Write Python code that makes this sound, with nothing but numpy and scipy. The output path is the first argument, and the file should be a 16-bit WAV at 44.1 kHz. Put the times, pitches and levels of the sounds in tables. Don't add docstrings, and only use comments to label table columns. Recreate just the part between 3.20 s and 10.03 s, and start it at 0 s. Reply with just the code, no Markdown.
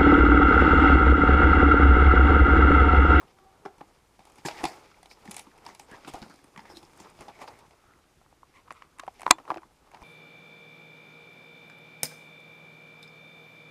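import sys
import numpy as np
from scipy import signal
from scipy.fft import rfft, irfft, next_fast_len
from scipy.io import wavfile
from scipy.ndimage import uniform_filter1d, map_coordinates

SR = 44100
rng = np.random.default_rng(int(sys.argv[2]) if len(sys.argv) > 2 else 0)


def int16_out(signal):
    q = np.round(np.clip(np.atleast_2d(signal).T, -1, 1) * 32767)
    wavfile.write(sys.argv[1], SR, q.astype(np.int16))


def linear_from_db(decibels):
    return 10 ** (np.asarray(decibels, float) / 20)


N = 301423

# [f/Hz, width/Hz, level/dB]
PANEL_MODES = [(60, 98, -1.5), (189, 140, -1), (354, 120, -2)]
# [f/Hz, width/Hz, level/dB]
EDGE_MODES = [(2250, 626, -0.5), (3670, 700, -4), (5060, 1300, -4)]
# [f/Hz, width/Hz, level/dB]
CRISP_MODES = [(6600, 1400, -1.5), (9750, 1400, 1.5), (13300, 2500, -10)]


def unit(x):
    return x / np.sqrt(np.mean(x ** 2) + 1e-20)


def along(points, hz):
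    f, value = np.transpose(points)
    return np.interp(np.log(hz + 1), np.log(f + 1), value)


def filtered(x, response):
    length = x.shape[-1]
    size = next_fast_len(length + 4096)
    spectrum = rfft(x, size) * response(np.fft.rfftfreq(size, 1 / SR))
    return irfft(spectrum, size)[..., :length]


def peak(f, hz, width):
    return 1j * f * width / (hz * hz - f * f + 1j * f * width)


def body(modes):
    return lambda f: sum((-1) ** k * linear_from_db(db) * peak(f, hz, width) for k, (hz, width, db) in enumerate(modes))


def add(track, s, sound):
    part = track[round(s * SR):][:len(sound)]
    part += sound[:len(part)]


def room_air():
    # [f/Hz, density/dB per Hz]
    air_colour = [(12, -30), (20, -1), (86, -6.5), (187, -17.5), (357, -16), (388, -26.5), (472, -12),
                  (574, -17), (1480, -19), (2260, -22.5), (7730, -28.5), (13900, -32.5), (16000, -49.5)]
    return linear_from_db(-67) * unit(filtered(rng.standard_normal(N), lambda f: linear_from_db(along(air_colour, f))))


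def room(x):
    # [f/Hz, t60/s]
    decay = [(200, 0.13), (900, 0.2), (4000, 0.099), (12000, 0.05)]
    hz, t, z = signal.stft(rng.standard_normal(SR // 3), SR, nperseg=256)
    fading = z * linear_from_db(-60 * t / along(decay, hz)[:, None])
    tail = signal.istft(fading, SR, nperseg=256)[1]
    delayed = np.pad(x, (200, 0))
    return signal.fftconvolve(delayed, tail / np.linalg.norm(tail))[:N]


def puffs():
    # [t/s, peak level/dB]
    puff_events = [
        (1.439, -38),
        (2.079, -58),
        (2.72, -52),
        (2.94, -41),
        (3.017, -47),
        (3.999, -50),
        (6.106, -40),
        (6.3, -54.5),
        (6.375, -54),
        (6.82, -44.5),
    ]
    u = np.arange(SR // 8) / SR / 0.0031
    track = np.zeros(N)
    for s, db in puff_events:
        add(track, s, linear_from_db(db + 6.5) * u * (2 - u) * np.exp(-u))
    return track


def creak():
    swell = np.exp(-((np.arange(N) / SR - .25) / 0.096) ** 2)

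    def notes_of_box(f):
        return peak(f, 773, 32) ** 2 + linear_from_db(-9) * peak(f, 1143, 90) ** 2 + linear_from_db(-5) * peak(f, 375, 50) ** 2

    return linear_from_db(-61.5) * swell * unit(filtered(rng.standard_normal(N), notes_of_box))


def grit(per_s, spread_db, smooth):
    happens = rng.random(N) < per_s / SR
    size = linear_from_db(spread_db * np.minimum(rng.exponential(size=N), 3))
    slips = happens * size * rng.choice([-1, 1], N)
    clumps = map_coordinates(rng.standard_normal(400), [np.arange(N) * 45 / SR])
    return linear_from_db(2.5 * clumps) * (unit(slips) + smooth * rng.standard_normal(N))


def shares(pressure_db, speed_db):
    rest_db = -64
    over = pressure_db - rest_db
    panel = -3.5 + 0.42 * over
    hiss = -5 + 0.63 * over + speed_db
    return linear_from_db(rest_db + np.array([over, panel, over + speed_db, hiss]))


def rubbing():
    # [t/s, pressure level/dB, speed level/dB]
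    grip = [(0, -54.5, -15), (.13, -67.5, -6), (.3, -66.5, -11), (.68, -63.5, -8), (.88, -73, -5),
            (1.2, -60, -5), (1.65, -75, -6), (2.05, -61, -8.5), (2.65, -65.5, -7.5), (3.25, -66, -5.5),
            (3.7, -70.5, 0), (4.33, -57.5, -9.5), (4.6, -69, -7.5), (5.12, -71.5, -6.5), (5.4, -70.5, -12),
            (5.9, -70, -6), (6.6, -70, -8.5), (6.83, -55, -12)]
    # [t/s, swell/s, fade/s, pressure level/dB, speed level/dB]
    strokes = [(1.27, 0.0054, 0.051, -47, -3), (1.41, 0.044, 0.15, -46, -5.5),
               (2.19, 0.051, 0.04, -56.5, 0), (2.48, 0.031, 0.038, -53, -8), (2.75, 0.042, 0.035, -50, -13),
               (2.89, 0.023, 0.036, -50.5, -2), (2.955, 0.011, 0.035, -51.5, -8.5),
               (3.04, 0.048, 0.053, -55.5, -13), (3.46, 0.077, 0.22, -56.5, -20),
               (3.82, 0.035, 0.074, -56, -12), (4.012, 0.0071, 0.037, -53, -9),
               (4.225, 0.013, 0.013, -47, -9), (4.287, .005, 0.0075, -46, -14),
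               (4.75, 0.073, 0.033, -69.5, -24), (5.37, 0.034, 0.039, -69, -13),
               (6.08, 0.063, 0.02, -57, -2), (6.2, 0.056, 0.021, -59, -16),
               (6.31, 0.027, 0.032, -45, -28.5)]
    # [f/Hz, width/Hz, level/dB]
    cavity_modes = [(392, 210, -2.5), (861, 210, -.5), (1240, 340, -5.5)]
    panel_wakes_s = .06
    t = np.arange(N) / SR
    s, pressure_db, speed_db = np.transpose(grip)
    gains = shares(np.interp(t, s, pressure_db), np.interp(t, s, speed_db))
    for s, swell, fade, db, speed_db in strokes:
        gain = shares(db, speed_db) * [1, min(fade / panel_wakes_s, 1), 1, 1]
        shape = np.exp(-np.abs(t - s) / np.where(t < s, swell, fade))
        gains = gains + gain[:, None] * shape
    cavity, panel, rasp, hiss = gains
    mix = cavity * unit(filtered(grit(900, 1.9, 0.91), body(cavity_modes)))
    mix += panel * unit(filtered(grit(340, 2.6, 0.65), lambda f: body(PANEL_MODES)(f) * peak(f, 180, 530)))
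    mix += rasp * unit(filtered(grit(1400, 3, .8), lambda f: body(EDGE_MODES)(f) * peak(f, 2000, 5500)))
    mix += hiss * unit(filtered(grit(2400, 2.8, 1.2),
                                lambda f: body(CRISP_MODES)(f) + linear_from_db(-9.5) * peak(f, 9000, 9000)))
    return mix


def rasps(rows, focus):
    t, track = np.arange(N) / SR, np.zeros(N)
    drive = grit(1500, 3, 0.9)
    for s, swell, fade, db, hz in rows:
        span = slice(round((s - .2) * SR), round((s + .3) * SR))
        since = t[span] - s
        shape = np.exp(-(since / np.where(since < 0, swell, fade)) ** 2)

        def colour(f):
            return peak(f, hz, focus * hz) ** 2 + linear_from_db(-14) * peak(f, hz, 1.1 * hz) * peak(f, hz, 3 * hz)

        track[span] += linear_from_db(db) * shape * unit(filtered(drive[span], colour))
    return track


def brushes():
    # [t/s, swell/s, fade/s, level/dB,
    # centre f/Hz]
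    card_brushes = [(1.256, 0.0048, 0.013, -37.5, 1730), (1.257, 0.0044, 0.02, -41, 6700),
                    (1.268, 0.011, 0.022, -41, 4700), (1.278, .012, 0.05, -55.5, 3700),
                    (1.385, 0.038, 0.035, -52.5, 900), (1.485, 0.023, 0.035, -50, 710),
                    (1.49, .03, 0.043, -52, 1930), (1.48, 0.017, 0.02, -57, 6500),
                    (1.27, .01, 0.055, -44, 850), (1.31, 0.018, .03, -53, 2270),
                    (1.40, 0.085, 0.05, -51, 1800), (1.47, .015, 0.048, -49, 4700),
                    (1.67, .01, .06, -66.5, 2380), (2.15, 0.044, .08, -60, 6500),
                    (2.21, .03, .03, -62, 9500), (2.485, .015, 0.028, -61, 6000),
                    (2.62, 0.016, .03, -62, 8000), (2.9, 0.036, 0.02, -53, 900),
                    (2.96, .015, .02, -63, 2300), (2.962, .012, 0.02, -46, 760),
                    (3.11, .01, 0.036, -60, 1400), (1.912, 0.013, 0.018, -56, 4300),
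                    (2.47, 0.027, 0.043, -59, 1890), (2.735, 0.024, 0.024, -51.5, 1700),
                    (2.89, 0.017, 0.016, -57, 7900), (2.89, 0.017, .03, -59, 3180),
                    (3.035, 0.016, 0.017, -55, 1500), (3.03, .015, 0.13, -64, 4500),
                    (3.385, 0.013, 0.024, -54.5, 1860), (3.47, .02, 0.045, -67, 1900),
                    (3.53, 0.035, 0.043, -61, 1700), (3.56, 0.046, .03, -70, 8300),
                    (4.15, .03, .03, -61, 2200), (3.812, 0.02, 0.028, -61, 6900),
                    (4.22, 0.02, 0.025, -58, 6300), (4.095, 0.0084, 0.011, -44, 840),
                    (4.225, 0.018, 0.023, -51, 1900), (4.23, 0.026, 0.026, -46, 795),
                    (4.28, .012, 0.011, -56.5, 4570), (4.35, .04, .03, -60, 2000),
                    (4.43, 0.044, 0.044, -60, 910), (4.72, 0.13, 0.074, -66, 1290)]
    # [t/s, swell/s, fade/s,
    # level/dB, centre f/Hz]
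    tray_drags = [(5.365, 0.03, 0.042, -62, 2040), (5.38, .035, .04, -60.5, 1100),
                  (5.482, .004, .005, -55, 1000), (5.83, 0.044, .02, -56, 1100),
                  (5.57, .04, 0.074, -65, 2070), (5.57, 0.06, 0.12, -60.5, 1200),
                  (6.062, 0.0015, 0.003, -33.5, 1150), (6.09, .03, .015, -62.5, 8500),
                  (6.117, .004, 0.013, -35, 900), (6.13, .01, .025, -50, 950),
                  (6.284, 0.0046, 0.0074, -46.5, 1053), (6.435, .005, .012, -53, 1040),
                  (6.75, .03, .04, -54, 900)]
    return rasps(card_brushes + tray_drags, focus=.33)


def squeaks():
    # [t/s, swell/s, fade/s, level/dB, centre f/Hz]
    squeak_events = [(1.925, 0.027, 0.033, -61, 5100), (2.885, 0.0087, .015, -58, 8100),
                     (3.505, .015, 0.033, -58, 5160), (3.562, 0.014, 0.032, -53.5, 4000),
                     (3.58, .025, 0.03, -58, 5050), (3.59, 0.017, .015, -65, 3300),
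                     (.49, 0.021, 0.054, -58.5, 415)]
    return rasps(squeak_events, focus=.16)


def flicks():
    # [t/s, peak level/dB, f/Hz, t60/s]
    card_flicks = [(.012, -48.5, 950, 0.037), (.186, -51, 1190, .02), (.42, -54, 400, 0.035),
                   (0.61, -35, 820, 0.023), (1.265, -38, 850, 0.036), (1.452, -30, 4400, 0.013),
                   (1.658, -50, 2400, 0.017), (1.743, -52, 2320, .02), (1.857, -48, 3710, .014),
                   (1.911, -42, 2220, 0.045), (2.077, -41, 1790, .012), (2.096, -48, 6800, .01),
                   (2.316, -51, 1810, .015), (2.385, -49, 2160, .015), (2.464, -34, 5000, 0.011),
                   (2.499, -47, 2010, .02), (2.595, -42, 6550, .012), (2.69, -47, 500, 0.017),
                   (2.701, -46, 900, .015), (2.875, -38, 2350, 0.018), (2.876, -41, 3430, .02),
                   (2.941, -44, 6600, .012), (3.018, -39, 4100, .014), (3.025, -42, 4500, 0.012),
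                   (3.159, -51, 5500, .012), (3.19, -53, 1600, 0.011), (3.403, -49, 5000, 0.017),
                   (3.454, -47, 2010, 0.028), (3.57, -36.5, 3900, .014), (3.52, -46, 500, .02),
                   (3.536, -47, 350, 0.017), (3.801, -41, 6500, 0.014), (3.63, -53, 5100, .012),
                   (3.65, -49, 5200, .015), (3.697, -51, 1310, .015), (3.774, -50, 1300, .02),
                   (3.775, -51, 8500, .015), (3.9, -50, 8500, .015), (3.99, -48, 2500, .008),
                   (4.19, -47, 2010, .012), (4.277, -35, 1000, .02), (4.39, -52, 8900, .008),
                   (4.64, -55, 750, .02), (4.736, -53, 2100, .012), (4.84, -59, 1400, 0.013),
                   (.453, -40, 396, 0.016), (3.362, -40.5, 1920, 0.007), (3.377, -37, 1810, 0.011)]
    # [t/s, peak level/dB, f/Hz, t60/s]
    tray_flicks = [(5.533, -53, 8000, .008), (5.545, -56, 8000, .008), (5.797, -36.5, 6600, 0.013),
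                   (5.88, -28, 786, .022), (5.941, -58, 10400, .008), (6.303, -28.5, 1585, 0.0092),
                   (6.342, -57, 4500, 0.0093), (6.418, -48, 900, .02), (6.826, -42, 900, 0.022),
                   (6.826, -51, 5500, .015), (5.798, -37.5, 3830, 0.012), (6.185, -43, 1810, 0.012),
                   (6.1058, -27, 6400, .006), (6.1058, -44.5, 12000, .005), (6.106, -20, 2000, .008),
                   (6.117, -30.5, 1900, .012), (6.187, -39, 1050, .012)]
    s, db, hz, t60 = np.transpose(card_flicks + tray_flicks)[..., None]
    t, track = np.arange(SR // 16) / SR, np.zeros(N)
    burst = rng.standard_normal((len(s), len(t))) * linear_from_db(-60 * t / t60) * (1 - np.exp(-t / .0005))
    sounds = filtered(burst, lambda f: peak(f, hz, 0.25 * hz) ** 2 + linear_from_db(-13) * peak(f, hz, 1.3 * hz) ** 2)
    sounds = linear_from_db(db) * sounds / np.abs(sounds).max(1, keepdims=True)
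    for start, sound in zip(s[:, 0], sounds):
        add(track, start - .0004, sound)
    return track


def thumps():
    # [t/s, peak level/dB, f/Hz]
    thump_events = [(0.457, -31.5, 400), (1.254, -32, 395), (1.437, -25.5, 338), (2.084, -35, 192),
                    (2.875, -36.5, 275), (3.019, -34, 216), (3.377, -42.5, 196), (3.566, -44, 340),
                    (6.068, -38, 370), (6.108, -28.5, 322), (6.2, -51, 280), (6.312, -33.5, 320),
                    (6.362, -34.5, 350), (6.374, -42.5, 340), (6.819, -53, 166)]
    t, track = np.arange(SR // 5) / SR, np.zeros(N)
    attack = 1 - np.exp(-t / 0.0023)
    for s, db, hz in thump_events:
        add(track, s, linear_from_db(db + 2.0 - 60 * t / 0.066) * attack * np.sin(2 * np.pi * hz * t))
    return track


def contacts(rows, width, burst, rise, edge):
    s, db, hz, thump_db, click_db, tick_db = np.transpose(rows)
    note = hz[:, None]
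    t = np.arange(SR // 5) / SR

    def push(t60, rise):
        return rng.standard_normal((len(s), len(t))) * linear_from_db(-60 * t / t60) * (1 - np.exp(-t / rise)) ** 2

    def cavity(f):
        steep = peak(f, note, 1000) / (1 + 1j * f / 2500) ** 2
        return (peak(f, note, width) + 0.12) * steep

    hollow = filtered(push(.6 * burst, rise / 3), cavity)
    thump = filtered(push(2.0 * burst, rise), lambda f: body(PANEL_MODES[1:])(f) * peak(f, 320, 420))
    click = filtered(push(1.1 * burst, rise), lambda f: body(edge)(f) * peak(f, 3000, 5500) ** 2)
    tick = filtered(push(0.4 * burst, rise), lambda f: body(CRISP_MODES)(f) * peak(f, 9000, 8000))
    parts = [(0, hollow), (thump_db + 0.1, thump), (click_db + 0.1, click), (tick_db + 0.1, tick)]
    sounds = sum(linear_from_db(db + rel)[:, None] * p / np.abs(p).max(1, keepdims=True) for rel, p in parts)
    track = np.zeros(N)
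    for start, sound in zip(s, sounds):
        add(track, start - .0011, sound)
    return track


def card_contacts():
    # [t/s, peak level/dB, cavity f/Hz, panel level/dB, edge click level/dB]
    knocks = [(.079, -59, 770, -3, 1), (.453, -35.5, 1100, -3, -9), (.46, -28.5, 770, -13, -20),
              (.609, -39, 785, -1.5, -35), (.992, -43.5, 780, -10, -7), (1.004, -49, 820, -9, -4),
              (1.26, -29, 850, -5.5, 0.5), (1.285, -23, 810, -34, -5.5), (1.311, -35, 890, -17, 1.5),
              (1.714, -51.5, 1310, -10, -3), (2.746, -38, 886, -21, -21), (2.8485, -37, 1310, -9, -6.5),
              (2.944, -28.5, 750, -30, -19), (3.026, -43.5, 800, 1, 3.5), (3.361, -39, 1100, -10, -18),
              (3.393, -36, 890, -15, -10), (3.454, -44.5, 910, -20, -11), (3.5, -41.5, 869, -10, -9),
              (3.848, -45, 870, -10, -8), (3.99, -45.5, 700, -5, -17), (4.082, -34.5, 787, -17, -6.5),
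              (4.241, -35, 790, -31, -17), (4.283, -35.5, 840, -29, -14), (4.508, -50.5, 700, -20, -2)]
    # [t/s, peak level/dB, sharpness level/dB]
    presses = [(1.183, -47.5, -3), (1.251, -29.5, -13), (1.434, -30, -13), (2.055, -45, -4),
               (2.077, -45.5, -13), (2.084, -46, -9), (2.095, -50, -5), (2.269, -45, -22), (2.714, -44, -3),
               (2.879, -35.5, -7), (2.937, -39, -1), (3.018, -47.5, -9), (3.098, -46, -8),
               (3.14, -49.5, -3), (3.161, -59, 1), (3.192, -58, -18), (3.242, -52, 2), (3.571, -47.5, -7),
               (3.629, -47, -5), (3.801, -44.5, -1), (4.008, -45.5, 4)]
    # [t/s, peak level/dB, sharpness level/dB]
    ticks = [(.582, -50, -8), (1.053, -50, 0), (1.072, -57, 1), (1.099, -49.5, -5), (1.12, -58, 5),
             (1.157, -52, 0), (1.44, -18, -12.5), (1.453, -19.5, -11), (1.66, -53.5, -9), (1.83, -47, 0.5),
             (1.858, -43.5, -9), (1.913, -48, -6), (2.111, -41, 9), (2.1145, -44, 13), (2.1435, -40, 5),
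             (2.1665, -38, 10.5), (2.181, -42.5, 2), (2.194, -40.5, 9.5), (2.379, -55.5, 1.5),
             (2.451, -46, -3), (2.465, -33.5, -15), (2.489, -37, -19), (2.549, -45.5, 3), (2.597, -38, -2),
             (2.954, -45, -3), (3.376, -35.5, -15.5), (3.733, -50, -6), (4.217, -35, -13.5),
             (4.389, -51, -4)]

    def sharp(events, panel_db):
        rows = []
        for s, db, sharpness in events:
            note = 829 + 49 * rng.standard_normal()
            edge_db = -1 + 0.45 * sharpness
            rows.append((s, db, note, panel_db, edge_db, sharpness))
        return rows

    rows = [tuple(knock) + (-28,) for knock in knocks]
    rows += sharp(presses, panel_db=-0.2) + sharp(ticks, panel_db=-16.5)
    return contacts(rows, width=114, burst=0.016, rise=0.002, edge=EDGE_MODES)


def tray_contacts():
    # [t/s, peak level/dB, pitch f/Hz, wall click level/dB]
    pops = [(5.015, -50.5, 750, -20), (5.063, -51, 1230, -20), (5.127, -49.5, 856, -17),
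            (5.232, -39.5, 1040, -33), (5.507, -29.5, 1050, -6), (5.622, -38, 1090, -2.5),
            (5.835, -35.5, 690, -11), (5.879, -26, 754, -25), (6.066, -10.5, 955, -27),
            (6.0785, -21, 980, -27), (6.185, -35.5, 724, -9), (6.253, -47.5, 940, -0.5),
            (6.279, -35, 1030, -25), (6.304, -14, 1070, -42.5), (6.31, -18.5, 907, -28),
            (6.317, -22, 744, -32), (6.343, -32.5, 740, -6), (6.361, -32, 754, -16),
            (6.372, -30, 746, -7.5), (6.381, -37, 1280, -12), (6.433, -42, 1040, -30),
            (6.737, -45.5, 694, -6), (6.746, -40, 861, -2.5), (6.771, -44, 907, -5.5)]
    # [t/s, peak level/dB, pitch f/Hz, sharpness level/dB]
    crackles = [(5.477, -51, 1100, -19), (5.516, -35.5, 840, -19), (5.524, -42, 1050, -3),
                (5.786, -45, 950, 0), (5.796, -31, 1070, -10), (5.801, -41, 1090, -9),
                (5.867, -49, 1170, -3), (5.997, -41.5, 750, -5), (6.008, -43.5, 829, 0.5),
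                (6.018, -35, 1080, -4), (6.032, -32, 780, -14), (6.716, -47, 805, -7),
                (6.819, -41.5, 786, -13.5)]
    # [f/Hz, width/Hz, level/dB]
    shell_modes = [(1700, 610, 2), (2600, 790, -2), (4500, 2800, -13.5)]
    rows = []
    for s, db, hz, edge_db in pops:
        purer = .26 * (db + 34)
        rows.append((s, db, hz, -24.5 - purer, edge_db, -35 - purer))
    for s, db, hz, sharpness in crackles:
        rows.append((s, db, hz, -20.5, 0.34 * sharpness, sharpness))
    return contacts(rows, width=220, burst=0.011, rise=0.00089, edge=shell_modes)


def snap():
    # [t/s, peak level/dB, crack length/s]
    snap_event = (6.1086, 5, 0.0032)
    # [f/Hz, density/dB per Hz]
    crack_colour = [(35, -49), (60, -20), (281, -13), (480, -39), (1010, -10), (2190, -15.5), (2410, -4),
                    (2970, -15), (3420, -8), (5330, -13), (5860, -21), (6430, -8), (7940, -10.5),
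                    (9600, -26), (12100, -27.5), (16000, -49.5)]
    # [f/Hz, level/dB, t60/s]
    shell_ring = [(745, 3, 0.035), (1005, 4, .04), (1080, 20.5, .016), (1500, 10, .012), (1250, 12.5, .018),
                  (1805, 0.5, 0.015), (1997, -1.5, 0.032), (2450, -21, .07), (3490, -27, 0.12),
                  (4000, -16, .05), (4320, -18.5, 0.054), (6350, -25, .04), (7380, -19.5, 0.065)]
    s, db, length = snap_event
    lead = 200
    t = np.arange(SR // 4) / SR
    shape = (1 - np.exp(-t / 0.00024)) * linear_from_db(-60 * np.maximum(t - length, 0) / 0.0048)
    tear = rfft(np.roll(shape * rng.standard_normal(len(t)), lead))
    even = tear / np.sqrt(uniform_filter1d(np.abs(tear) ** 2, size=80))
    crack = filtered(irfft(even, len(t)), lambda f: linear_from_db(along(crack_colour, f)))
    t = np.maximum(t - lead / SR, 0)
    crack *= 1 - np.exp(-t / 0.00034)
    crack /= np.abs(crack).max()
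    ring = sum(linear_from_db(level - 60 * t / t60) * np.sin(2 * np.pi * hz * t) for hz, level, t60 in shell_ring)
    ring = ring * (1 - np.exp(-t / .0011))
    giving = filtered(crack, lambda f: 1 / (1 + 1j * f / 2500))
    track = np.zeros(N)
    s -= lead / SR
    add(track, s - .003, linear_from_db(db - 23.5) * giving)
    add(track, s, linear_from_db(db + 2.0) * crack + linear_from_db(db - 18.0) * ring)
    return track


def scene():
    card = thumps() + card_contacts()
    tray = tray_contacts()
    crack = snap()
    reflections = linear_from_db(-10.5) * room(card) + linear_from_db(-23.0) * room(tray) + linear_from_db(-44) * room(crack)
    friction = rubbing() + brushes() + squeaks() + creak()
    mix = room_air() + puffs() + friction + flicks() + card + tray + crack + reflections
    return mix[None]


def band_limit(x):
    return signal.sosfilt(signal.butter(12, 16220, fs=SR, output="sos"), x)


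def record(dry):
    ceiling = .86
    heard = filtered(dry, lambda f: linear_from_db(np.interp(f, [10500, 15000, 16500], [0, -4, -40])))
    lost = np.clip(heard, -ceiling, ceiling) - heard
    lost = filtered(lost, lambda f: f ** 2 / (f ** 2 + 600 ** 2))
    lost = lost - filtered(lost, lambda f: np.clip((f - 9000) / 5000, 0, .55))
    kept = filtered(heard + lost, lambda f: np.clip((16150 - f) / 400, 0, 1))
    return band_limit(kept)


dry = scene()
out = record(dry)
int16_out(out)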